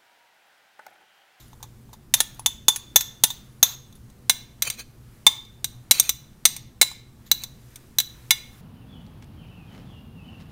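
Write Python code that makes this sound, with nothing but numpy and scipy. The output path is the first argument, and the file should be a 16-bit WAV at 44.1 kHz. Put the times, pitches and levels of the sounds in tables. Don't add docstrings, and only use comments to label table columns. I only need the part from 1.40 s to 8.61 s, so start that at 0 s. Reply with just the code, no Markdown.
import sys
import numpy as np
from scipy import signal
from scipy.fft import rfft, irfft
from scipy.io import wavfile
from scipy.ndimage import uniform_filter1d

SR = 44100
rng = np.random.default_rng(int(sys.argv[2]) if len(sys.argv) > 2 else 0)


def int16_out(signal):
    q = np.round(np.clip(np.atleast_2d(signal).T, -1, 1) * 32767)
    wavfile.write(sys.argv[1], SR, q.astype(np.int16))


def ratio(d):
    e = np.asarray(d, float) / 20
    return 10 ** e


N = 317961

# f/Hz, spectral level/dB [per Hz]
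AIR_SPECTRUM = [(8.8, -32), (15, -0.5), (65, -5), (82, -19.5), (120, 3), (151, -26), (221, -7.5),
                (280, -19.5), (344, -15.5), (474, -25), (517, -26), (2660, -38.5), (3680, -40),
                (15000, -42.5), (16400, -49.5)]
# t/s, level/dB
RUSTLE = [(0, -54.5), (.15, -58), (.8, -61.5), (.96, -55), (1.121, -61), (1.6, -57), (2.7, -59.5),
          (3.55, -60), (3.75, -57.5), (4.099, -60), (4.7, -58.5), (5.62, -62.5), (5.9, -58.5), (6.2, -57.5),
          (6.33, -54), (6.55, -58.5), (6.77, -54), (7.21, -54)]
# f/Hz, width/Hz, level/dB
FRIDGE_HUM = [
    (60, 13, -60.5),
    (119.7, 25, -52.5),
    (221, 38, -64),
    (489, 5.1, -74.5),
]
# f/Hz, T60/s
KITCHEN_T60 = [(300, 0.13), (1000, 0.44), (3000, 0.49), (6000, 0.4), (10000, 0.26), (16000, 0.35)]
# t/s, length/s, peak level/dB, place of
# the peak [0-1], fade after it/dB
RUBS = [(0, 0.14, -52, 0, -28), (.19, .03, -71, 0.7, -15), (.233, 0.042, -48, .05, -24),
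        (.46, 0.082, -77, 0.6, -6), (.533, 0.025, -43, 0, -24), (.755, 0.061, -37.5, 0.2, -7.5),
        (2.246, .104, -34.5, 0, -11), (2.547, .033, -56.5, 0.26, -14), (5.855, 0.043, -49.5, 0.3, -19),
        (6.038, 0.021, -33, .06, -30)]
# f/Hz, spectral level/dB [per Hz]
RUB_SPECTRUM = [(240, -54), (400, -21), (897, -14), (3110, -17), (3520, -4), (5260, -17), (7070, -8),
                (8520, -27.5), (13800, -9.5), (16400, -28)]
# t/s, length/s, peak level/dB, place of the peak [0-1], fade after it/dB
DRAGS = [
    (3.232, .024, -41, .1, 7),
    (3.25, .044, -25, .62, -20),
    (3.312, .04, -41, .1, -10),
    (3.372, .058, -33, .45, -22.5),
    (4.53, .066, -34.5, .1, 0),
    (4.61, .08, -41, .1, -1),
    (5.97, .062, -46.5, .9, 10),
]
# f/Hz, width/Hz, level/dB
DRAGGED_DISH = [(1620, 57, -16.5), (2600, 100, 2), (3330, 49, -6), (4450, 82, 2), (6370, 68, 0.5),
                (6910, 120, -5.5), (8800, 85, -4.5), (11800, 250, -8.5), (13600, 81, -14.5),
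                (14850, 62, -12.5)]
# f/Hz, spectral level/dB [per Hz]
CRACK_SPECTRUM = [(88, -60), (150, -21.5), (861, -19), (2340, -11.5), (3830, -6.5), (4840, -10.5),
                  (6890, -4.5), (12700, -13), (15100, -6.5), (16400, -23.5)]
# f/Hz, level/dB [dish tipped], level/dB [dish upright], T60/s
TOP = [(15320, -17.5, -13.5, .04), (14170, -11.5, -11, 0.044), (13070, -14.5, -20, 0.11)]
SPOON = [(3558, -0.5, 0, 0.12), (3528, -5, -16, 0.12), (3683, -5.5, -15, 0.051), (7020, -6, -18, 0.066)]
RIM = [(3962, -5.5, 0, 0.1), (3986, -6, -12, 0.068), (3738, -7, -14, 0.071), (3690, -5.5, -15.5, 0.063)]
UPPER = [(6477, 5.5, -1.5, 0.047), (6568, -3.5, -4, 0.066), (6263, -0.5, -7, .05),
         (5660, -11, -12.5, 0.081)]
KNOCK = [(2166, -20.5, -2, 0.067), (1787, -3, -14.5, 0.08), (1450, -3.5, -15.5, 0.055),
         (2870, -9.5, -10.5, 0.071), (2270, -9.5, -6.5, 0.035), (4865, -11, -7.5, 0.058)]
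LIP = [(5990, -7.5, -1, 0.13), (5960, -9, -2, 0.027)]
BRIGHT = [(8676, -9, 7.5, 0.061), (7780, -4, -13, .04), (10080, -2, -16.5, 0.029)]
THIN = [(10360, 1.5, -2.5, 0.085), (10650, -10, -3, 0.097), (9845, -6, -13.5, .05)]
GLASSY = [(11570, -5, 4, 0.066), (12205, -4.5, -9, 0.02), (12320, -2.5, -1, 0.035)]
HOLLOW = [(882, -1.5, -1.5, 0.068), (1047, -4.5, 2.5, 0.042), (958, -3, -7, 0.067)]
# level/dB [tipped], level/dB [upright], shares of spoon, rim and edge ring [1]
FOLLOW = [
    (-4.5, -2.5, 0.16, 0.27, 1),
    (-15, -15.3, 1, 0, 0.21),
    (-13.5, -14, 0, 1, 0.72),
    (-13, -10.5, .07, -0.22, 1),
    (-20.5, -15, -0.24, 0.27, -0.23),
    (-13.5, -13, 0.25, .12, 0.92),
    (-21.5, -14.5, -0.25, -0.67, 0.29),
    (-20, -24.5, -0.34, -0.44, -1.1),
    (-14.5, -17, -0.61, -0.54, 0.98),
    (-23, -32, 1, 0.38, -0.49),
]
# t/s, crack level/dB, then spoon, rim and edge ring level/dB [under the crack]
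TIPPED_TAPS = [(0.7392, 0.5, -18.5, -24.5, -15.5), (0.804, -2.0, -22, -13.5, -20.5),
               (1.061, -5.5, -10, -29.5, -15), (1.2829, 0, -9, -28.5, -16.5),
               (1.3603, -17.0, -21.5, -22.5, -17.5), (1.5595, 3.5, -14.5, -24.5, -10.5),
               (1.6082, -14, -20, -19, -13), (1.8369, 2.5, -18.5, -20, -19.5),
               (1.9036, -24, -8.5, -13.5, -10.5), (2.2287, 0.5, -15, -17.5, -9)]
# t/s, crack level/dB, then spoon, rim and edge ring level/dB [under the crack]
UPRIGHT_TAPS = [(2.8965, 0.5, -16, -12, -19), (3.2221, -8.5, -22, -13.5, -11.5),
                (3.3008, -14.5, -19, -19, -15), (3.8662, 1, -2.5, -19.5, -20),
                (4.2439, -12.5, -16.5, -12.5, -13.5), (4.5109, 3, -32.5, -11, -13),
                (4.5978, -4, -15, -23.5, -9.5), (4.6928, -7, -17.5, -13.5, -12),
                (5.0534, 3, -19.5, -15.5, -17), (5.4142, 3.5, -23, -7.5, -22),
                (5.4273, -10, -12.5, 0.5, -22), (5.9147, -4, -23, -7, -9.5), (6.5854, -8, -17, -7, -9),
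                (6.6012, -9.5, -20.5, -8, -16), (6.9074, -1.5, -14.5, -10.5, -17)]
# t/s, crack level/dB, then ring and hollow knock level/dB [under the crack]
TOUCHES = [(0.08, -53, -25, -30), (.1311, -46, -14.5, 2), (.205, -62, -13, 13), (0.228, -28.5, -16, -9.5),
           (.241, -50.5, -11.5, 9), (.492, -62.5, -11, 11.5), (.5307, -39, -20, -4), (.541, -52.5, -14, 6),
           (0.945, -46.5, -14, -26), (0.9946, -30, -24.5, -3), (2.526, -47, -13.5, -16),
           (2.553, -54.5, -28, -25), (2.7002, -49.5, -17, -10), (3.3244, -59, -10, -20),
           (3.3374, -53, -3, -20), (4.0498, -49.5, -11.5, -25), (4.1394, -66.5, -4.5, -22),
           (5.1644, -24.5, -16, -22), (5.5149, -38.5, -25.5, -2), (6.0366, -23.5, -11.5, -31),
           (6.358, -30, -20, -32)]
# t/s, looseness [ring time over the usual], spoon f/Hz, extra knock level/dB [flat landing]
GRIP = [(.74, 1, 3580, -7.5), (.81, 0.85, 3442, 0), (1.06, 1.1, 3536, -5.5), (1.3, 1.2, 3521, 0),
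        (1.56, 0.97, 3517, 3), (1.84, 1.1, 3607, -6), (2.23, 0.98, 3561, -6.5), (2.9, 1.05, 3561, -1),
        (3.22, .8, 3557, 0.5), (3.87, 1.16, 3560, 5), (4.24, 0.81, 3636, -5.5), (4.51, 0.79, 3582, -5),
        (5.05, .95, 3572, -2), (5.42, 0.84, 3628, -0.5), (5.91, 0.68, 3550, -1), (6.59, 0.74, 3570, -4.5),
        (6.91, 1.47, 3536, 5)]

UPRIGHT_S = 2.7
USUAL_RING_DB = (-18, -16.5, -14)
SPOT_DB = 0.94
BITE_DB = -19.5
SLIDE_SHIFT, SLIDE_S = 0.09, 0.009
AIR_DB, HISS_DB = -48, -63
MIC_TOP_HZ = 15850


def evened(x):
    return x / np.sqrt(np.mean(x ** 2) + 1e-20)


def read(points, hz):
    f, value = np.transpose(points)
    return np.interp(np.log(hz + 1), np.log(f + 1), value)


def add(mix, s, sound):
    part = mix[round(s * SR):][:len(sound)]
    part += sound[:len(part)]


def colour(x, points):
    log_gain = np.log(ratio(read(points, abs(np.fft.fftfreq(4096, 1 / SR)))))
    response = np.exp(np.conj(signal.hilbert(log_gain)))
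    impulse = np.fft.ifft(response).real[:2048]
    return signal.oaconvolve(x, impulse / np.linalg.norm(impulse))[:len(x)]


def air():
    frames, hz = N // 256 + 5, np.fft.rfftfreq(1024, 1 / SR)
    real, imaginary, patches = rng.standard_normal((frames, len(hz), 3)).T
    patches = uniform_filter1d(patches, 12, 0)
    patches = evened(uniform_filter1d(patches, 14, 1))
    still = (real + 1j * imaginary) * ratio(read(AIR_SPECTRUM, hz)[:, None] + 1.2 * patches)
    swell_db = np.interp(np.arange(frames) * 256 / SR, *np.transpose(RUSTLE)) - HISS_DB
    treble = np.clip(np.log2((hz + 1) / 400) / 2, 0, 1)[:, None]
    scale = ratio(AIR_DB - 4) / np.std(signal.istft(still, nperseg=1024, noverlap=768)[1])
    moving = signal.istft(still * ratio(treble * swell_db), nperseg=1024, noverlap=768)[1]
    return scale * moving[:N]


def fridge():
    f, out = np.fft.rfftfreq(N, 1 / SR), np.zeros(N)
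    for hz, width, db in FRIDGE_HUM:
        resonance = 1 / (1 + (2 * (f - hz) / width) ** 2)
        out += ratio(db) * evened(irfft(rfft(rng.standard_normal(N)) * resonance, N))
    return out


def kitchen(x):
    t, out = np.arange(N) / SR, np.zeros(N)
    for k in range(3):
        echoes = np.zeros(SR // 2)
        at = np.arange(250, SR // 2 - 20, 20)
        echoes[at + rng.integers(0, 20, len(at))] = rng.choice([-1., 1.], len(at))
        hz, s, z = signal.stft(echoes, SR, nperseg=256)
        decay = ratio(-60 * s / read(KITCHEN_T60, hz)[:, None])
        tail = signal.istft(z * decay, SR, nperseg=256)[1]
        turn = np.sqrt(2 / 3) * np.cos(2 * np.pi * (t / 1.1 + k / 3))
        out += signal.oaconvolve(x * turn, tail / np.linalg.norm(tail))[:N]
    return out


def slips(strokes, per_s, spread_db):
    pressure = np.zeros(N)
    for start, length, peak_db, place, fade_db in strokes:
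        u = np.arange(0, 1, 1 / (length * SR))
        add(pressure, start, ratio(peak_db + np.interp(u, [0, place, 1], [BITE_DB, 0, fade_db])))
    size = ratio(spread_db * np.minimum(rng.exponential(1, N), 4))
    clicks = size * (rng.random(N) < per_s / SR) * rng.choice([-1, 1], N)
    return uniform_filter1d(pressure, size=200) * evened(clicks)


def rubs():
    return colour(slips(RUBS, per_s=9000, spread_db=2.0), RUB_SPECTRUM)


def drags():
    t = np.arange(SR // 20) / SR
    hz, width, db = np.transpose(DRAGGED_DISH)[:, :, None]
    drive = slips(DRAGS, per_s=6000, spread_db=2.5)
    step = (np.arange(N) / (SR * SLIDE_S)).astype(int)
    spot = rng.integers(0, 6, N // 100)[step]
    out = ratio(-8) * colour(drive, CRACK_SPECTRUM)
    for k, shift in enumerate(rng.uniform(-1, 1, (6, len(DRAGGED_DISH), 1))):
        pitch = hz * (1 + SLIDE_SHIFT * shift)
        decay = np.exp(-np.pi * width * t)
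        dish = (ratio(db) * np.sqrt(width) * decay * np.sin(2 * np.pi * pitch * t)).sum(0)
        out += signal.oaconvolve(drive * (spot == k), dish / np.linalg.norm(dish))[:N]
    return out


def ring(modes, upright, t, chance):
    hz, tipped_db, upright_db, t60 = np.transpose(modes)[:, :, None]
    wobble = chance[:len(modes)]
    level_db = (upright_db if upright else tipped_db) + SPOT_DB * hz / 4000 * wobble[:, :1]
    pitch = hz * (1 + 0.0023 * wobble[:, 1:])
    choked, free = ratio(-60 * t / (0.49 * t60)), ratio(-15 - 60 * t / (0.96 * t60))
    return (ratio(level_db) * (choked + free) * np.sin(2 * np.pi * pitch * t)).sum(0)


def strike(times, levels_db, groups):
    t, out = np.arange(SR // 3) / SR, np.zeros(N)
    build_up = 1 - np.exp(-t / 0.00054)
    chance = rng.standard_normal((len(times), len(groups), 8, 2))
    at, looseness, spoon_hz, flat_db = np.transpose(GRIP)
    for s, row, luck in zip(times, levels_db, chance):
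        loose = np.interp(s, at, looseness)
        tune = np.interp(s, at, spoon_hz) / 3555
        sound = np.zeros(len(t))
        for modes, db, draw in zip(groups, row, luck):
            held = np.array(modes) * [tune if modes is SPOON else 1, 1, 1, loose]
            if modes is KNOCK:
                db = db + np.interp(s, at, flat_db)
            sound += ratio(db) * ring(held, s > UPRIGHT_S, t, draw)
        add(out, s, sound * build_up)
    return out


def taps():
    firm, light = np.concatenate([TIPPED_TAPS, UPRIGHT_TAPS]), np.array(TOUCHES)
    s, crack_db = np.concatenate([firm[:, :2], light[:, :2]]).T
    t, cracks = np.arange(SR // 8) / SR, np.zeros(N)
    rattle, tick = ratio(-60 * t / 0.041), 1.5 * ratio(-60 * t / 0.0014)
    for start, db in zip(s, crack_db):
        add(cracks, start, ratio(db - 8.5) * rng.standard_normal(len(t)) * (rattle + tick))

    follow = np.array(FOLLOW)
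    firm_extra_db = firm[:, 2:] - USUAL_RING_DB
    light_extra_db = (light[:, 2:3] - np.mean(USUAL_RING_DB)) * np.ones(3)
    extra_db = np.concatenate([firm_extra_db, light_extra_db])
    usual_db = np.where(s[:, None] > UPRIGHT_S, follow[:, 1], follow[:, 0])
    ring_db = usual_db + extra_db @ follow[:, 2:].T
    ring_db[len(firm):, -1] = light[:, -1]
    groups = TOP, SPOON, RIM, UPPER, KNOCK, LIP, BRIGHT, THIN, GLASSY, HOLLOW
    return colour(cracks, CRACK_SPECTRUM), strike(s, crack_db[:, None] + ring_db, groups)


def scene():
    crack, rings = taps()
    near = rings + drags() + rubs()
    echoes = ratio(-18) * kitchen(near + ratio(-1) * crack)
    return (near + crack + echoes + air() + fridge())[None]


def low_pass(x):
    return signal.sosfilt(signal.butter(12, 16500, fs=SR, output="sos"), x)


def record(dry):
    limited = signal.oaconvolve(dry, signal.firwin(255, MIC_TOP_HZ, fs=SR)[None], "same")
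    clipped = np.clip(limited, -0.95, 0.95)
    band = signal.firwin(511, 16250, window=("kaiser", 8), fs=SR)
    stored = np.clip(signal.oaconvolve(clipped, band[None], "same"), -1, 1)
    return low_pass(stored)


dry = scene()
out = record(dry)
int16_out(out)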